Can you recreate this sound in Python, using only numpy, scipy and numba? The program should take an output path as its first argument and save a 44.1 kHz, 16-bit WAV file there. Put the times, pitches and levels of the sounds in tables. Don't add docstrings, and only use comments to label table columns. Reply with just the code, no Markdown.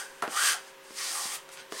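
import sys
import numpy as np
from scipy import signal
from scipy.fft import rfft, irfft
from scipy.io import wavfile
from scipy.ndimage import uniform_filter1d
from numba import njit

SR = 44100
rng = np.random.default_rng(int(sys.argv[2]) if len(sys.argv) > 2 else 0)


def store_pcm(level_fs):
    pcm = np.round(np.clip(level_fs, -1, 1) * 32767).astype(np.int16)
    wavfile.write(sys.argv[1], SR, np.atleast_2d(pcm).T)


N = 79380
TOP_HZ = 15900

# (frequency [Hz], relative level [dB])
PULL_HISS = [(100, -54), (300, -16), (680, -15), (900, -12), (1400, -4), (2100, -5.5), (2700, -7.5),
             (3700, -6.5), (4800, -6), (6700, -2.5), (8900, -0.5), (10800, -6.5), (13000, -12.5),
             (15800, -18)]


def undb(db):
    return 10 ** (np.asarray(db) / 20)


def unit(x):
    return x / np.sqrt(np.mean(x ** 2) + 1e-20)


def curve(rows, col=1):
    rows = np.array(rows, float)
    return np.interp(np.arange(N) / SR, rows[:, 0], rows[:, col])


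def colour(x, points):
    hz, db = np.array(points, float).T
    freqs = np.maximum(np.fft.rfftfreq(N, 1 / SR), 1)
    gain = undb(np.interp(np.log(freqs), np.log(hz), db))
    return unit(irfft(rfft(x) * gain, N))


def walk(rate):
    span = max(int(SR / rate), 2)
    smoothed = uniform_filter1d(rng.standard_normal(N), span, mode="wrap")
    return unit(uniform_filter1d(smoothed, span, mode="wrap"))


def since(start):
    return np.maximum(np.arange(N) / SR - start, 0)


def fade(age, fade_s):
    return (age > 0) * np.exp(-np.log(1000) * age / fade_s)


def struck_note(age, hz, fade_s, contact_s=0.00051):
    return np.sin(2 * np.pi * hz * age) * fade(age, fade_s) * (1 - np.exp(-age / contact_s))


@njit
def bandpass(x, hz, width):
    y, band, low = np.empty(len(x)), 0., 0.
    for i in range(len(x)):
        tuning, damping = np.tan(np.pi * hz[i] / SR), width / hz[i]
        swing = (band + tuning * (x[i] - low)) / (1 + tuning * (tuning + damping))
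        band, low = 2 * swing - band, low + 2 * tuning * swing
        y[i] = damping * swing
    return y


def fan(waver=0.0048, air_db=-52.5):
    # (pitch [Hz], level [dB])
    tones = [(386, -62), (540, -59), (926, -67)]
    # (frequency [Hz], relative level [dB])
    air = [(25, -5), (45, -18), (65, -22), (105, -24), (145, -7.5), (250, -7), (560, 0.5), (680, -7.5),
           (1000, 2.5), (1350, -5.5), (1680, 0.5), (2050, -4.5), (3000, -5.5), (4200, -12), (8500, -16.5),
           (15800, -21)]
    hum = np.zeros(N)
    for hz, db in tones:
        pitch = hz * (1 + waver * walk(4))
        hum += undb(db) * unit(np.sin(2 * np.pi * np.cumsum(pitch) / SR))
    return hum + undb(air_db) * colour(rng.standard_normal(N), air)


def room(x, delay_s=0.004, fade_s=0.29, echo_db=-11):
    # (frequency [Hz], relative level [dB])
    echo_tone = [(100, -1), (500, 11.5), (1500, 7), (4000, 6), (15800, -1)]
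    echo = colour(rng.standard_normal(N), echo_tone) * fade(since(delay_s), fade_s)
    response = undb(echo_db) * echo / np.linalg.norm(echo)
    response[0] += 1
    return signal.fftconvolve(x, response / np.linalg.norm(response))[:N]


def knocks(tick_fade_s=0.0086, rebound_s=0.00946, rebound_db=-10):
    # (time [s], thud level [dB], thud pitch [Hz], tick level [dB], tick top [Hz])
    hits = [(0.2226, -32.5, 645, -26.5, 14000), (.2780, -26.5, 310, -30, 6000),
            (0.9066, -38.5, 300, -41, 4000), (1.255, -38.5, 182, -39, 9000), (1.491, -45, 790, -34, 10000),
            (1.5730, -73, 596, -35.5, 6960), (1.7228, -26.5, 412, -25, 6000)]
    # (multiple of its pitch, fade time [s], relative level [dB])
    notes = [(.5, 0.022, -18), (1, 0.017, 2.5), (1.55, 0.022, -3.5), (2.75, 0.025, -8.5)]
    # (frequency [Hz], relative level [dB])
    tick_tone = [(200, -8), (1200, 3), (3000, 0), (5500, -6), (10500, -7), (15800, -40)]
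    out = np.zeros(N)
    for start, thud_db, hz, tick_db, top_hz in hits:
        for ratio, fade_s, db in notes:
            thud = struck_note(since(start), hz * ratio, fade_s)
            rebound = struck_note(since(start + rebound_s), hz * ratio, fade_s)
            out += undb(thud_db + db) * (thud + undb(rebound_db) * rebound)
        cushion = signal.butter(2, min(top_hz, TOP_HZ), fs=SR, output="sos")
        tick = unit(signal.sosfilt(cushion, colour(rng.standard_normal(N), tick_tone)))
        out += undb(tick_db) * tick * fade(since(start), tick_fade_s)
    return out


def slap(slap_db=-31, buzz_db=-26.5, buzz_fade_s=0.2):
    # (time [s], relative level [dB])
    hits = [(0.2244, -2), (0.232, 1.5), (0.2373, -2)]
    # (pitch [Hz], fade time [s], relative level [dB])
    notes = [(400, 0.041, -4), (614, 0.0093, -8), (794, 0.022, 2.5), (1020, 0.07, -13), (1320, 0.025, 4.5),
             (1585, 0.062, -17), (1895, 0.032, -8)]
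    # (frequency [Hz], relative level [dB])
    buzz_tone = [(100, -6.5), (200, -12.5), (450, -1), (650, 3), (1600, 5), (2100, -5), (3200, -12.5),
                 (5500, -21), (11000, -21), (15800, -35)]
    chatter = sum(undb(hit_db + note_db) * struck_note(since(start), hz, fade_s)
                  for start, hit_db in hits for hz, fade_s, note_db in notes)
    buzz = colour(rng.standard_normal(N), buzz_tone) * fade(since(hits[0][0]), buzz_fade_s)
    return undb(slap_db) * chatter + undb(buzz_db) * buzz


def fibres(snaps_per_s=20000, spread_db=1.18, flicker_db=0.87, flicker_per_s=27):
    slips = rng.random(N) < snaps_per_s / SR
    sizes = rng.standard_normal(N) * undb(spread_db * rng.exponential(size=N))
    return slips * sizes * undb(flicker_db * walk(flicker_per_s))


def pressure(level):
    t = np.arange(N) / SR
    touching = 1. * ((t >= level[0][0]) & (t <= level[-1][0]))
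    return uniform_filter1d(touching, size=400) * undb(curve(level))


def grazes():
    # (time [s], level [dB])
    tip_off = [(1.31, -70), (1.35, -41), (1.365, -46), (1.40, -73)]
    brush = [(1.515, -53), (1.538, -47), (1.555, -55), (1.60, -66), (1.63, -67)]
    next_push = [(1.70, -59), (1.722, -43.5), (1.76, -42), (1.8, -37)]
    # (frequency [Hz], relative level [dB])
    tip_hiss = [(500, -25), (1800, 0), (2800, -5), (4000, 3), (7000, -13), (10000, 6), (15000, 0),
                (15800, 0)]
    start_hiss = [(100, -25), (300, -15), (500, 5), (820, -14), (1030, 7.5), (1350, -6.5), (1770, 7.5),
                  (2200, -2.5), (3400, -0.5), (4600, 3.5), (7000, -0.5), (9500, 1), (11500, -9.5),
                  (15800, -15)]
    touches = [(tip_off, tip_hiss), (brush, PULL_HISS), (next_push, start_hiss)]
    return sum(pressure(level) * colour(fibres(), hiss) for level, hiss in touches)


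def ringing(hz, width_hz):
    pitch, width = np.full(N, hz, float), float(width_hz)
    return unit(bandpass(bandpass(fibres(), pitch, width), pitch, width))


def moving_ring(ring, width_hz):
    return undb(curve(ring, 2)) * ringing(curve(ring), width_hz)


def stroke(level, ring, hiss_tone, edge=0):
    # (pitch [Hz], width [Hz], level against the hiss [dB])
    steel_rings = [(1850, 160, -16), (3150, 450, -15), (4770, 350, -14), (6200, 450, -13), (8550, 900, -9)]
    block = undb(curve(ring, 3)) * ringing(hz=793, width_hz=145)
    steel = sum(undb(db) * ringing(hz, width) for hz, width, db in steel_rings)
    hiss = unit(colour(fibres(), hiss_tone) + steel)
    hollow = moving_ring(ring, width_hz=177)
    return pressure(level) * (hiss + hollow + block + edge)


def stropping():
    # (time [s], level [dB])
    push_end = [(0, -34.5), (.025, -41.5), (.054, -48), (.13, -58.5), (.21, -56.5)]
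    push = [(.27, -55.5), (.32, -38), (.376, -28.5), (.42, -25.5), (.486, -23.5), (.526, -28.5),
            (.575, -47.5), (.62, -62), (.68, -52.5), (.72, -60)]
    pull = [(.81, -73.5), (.85, -58.5), (.94, -52), (.986, -36.5), (1.08, -36), (1.16, -34), (1.23, -37.5),
            (1.30, -37.5), (1.355, -37), (1.40, -59), (1.44, -84)]
    turn = [(1.48, -63), (1.5, -53), (1.53, -59), (1.565, -53.5), (1.60, -45.5), (1.63, -54), (1.68, -78)]
    # (time [s], hollow pitch [Hz], hollow level against the hiss [dB], block level against the hiss [dB])
    push_end_ring = [(0, 1520, -2, -14), (.06, 1580, -2, -11), (.2, 1550, -5, -10)]
    push_ring = [(.3, 1080, -9, -14), (0.371, 1254, -4.5, -13.5), (0.404, 1540, -7, -19.5),
                 (.47, 1607, -9, -24), (.51, 1580, -9, -39), (.55, 1370, -3, -5.5), (.62, 1415, -10, -10)]
    pull_ring = [(.96, 1200, -22, -29), (1.02, 1134, -11.5, -31), (1.11, 1080, -20, -15),
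                 (1.15, 1140, -7.5, -14), (1.23, 1140, -4, -12), (1.28, 1046, -8.5, -18),
                 (1.35, 1260, -12, -15.5)]
    turn_ring = [(1.48, 1420, 6.5, -14), (1.54, 1390, -15, -16), (1.62, 1510, -5, -13)]
    # (frequency [Hz], relative level [dB])
    push_hiss = [(100, -57), (220, -39), (310, -14), (450, -16.5), (660, -16.5), (900, -14), (1100, 2.5),
                 (1900, 0.5), (2400, -2.5), (3100, -1.5), (3800, -3), (6200, -1.5), (8700, -2), (10500, -6),
                 (13000, -12.5), (15800, -19)]
    turn_hiss = [(100, 12), (300, -9), (900, -10), (1700, 4), (3000, 2), (5000, 0), (8500, -16),
                 (11000, -15), (15800, -29)]
    # (time [s], pitch [Hz], level against the hiss [dB])
    rasp = [(.96, 2100, -7.5), (1.03, 2150, -9), (1.11, 2140, -13), (1.16, 2000, -37), (1.27, 1780, -17),
            (1.35, 2700, -5.5)]
    sheen = [(.98, 4950, -5), (1.10, 4820, -2), (1.16, 5840, -13), (1.24, 4930, 0.5), (1.30, 4360, -12),
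             (1.37, 5500, -25)]
    edge = moving_ring(rasp, width_hz=1600) + moving_ring(sheen, width_hz=3000)
    return (stroke(push_end, push_end_ring, push_hiss)
            + stroke(push, push_ring, push_hiss)
            + stroke(pull, pull_ring, PULL_HISS, edge)
            + stroke(turn, turn_ring, turn_hiss))


def scene():
    knife = room(stropping() + grazes() + slap() + knocks())
    bass_cut = signal.butter(3, 177, "high", fs=SR, output="sos")
    return np.tile(signal.sosfilt(bass_cut, knife) + fan(), (2, 1))


def record(dry):
    return signal.sosfilt(signal.ellip(10, .2, 70, TOP_HZ, fs=SR, output="sos"), dry)


dry = scene()
out = record(dry)
store_pcm(out)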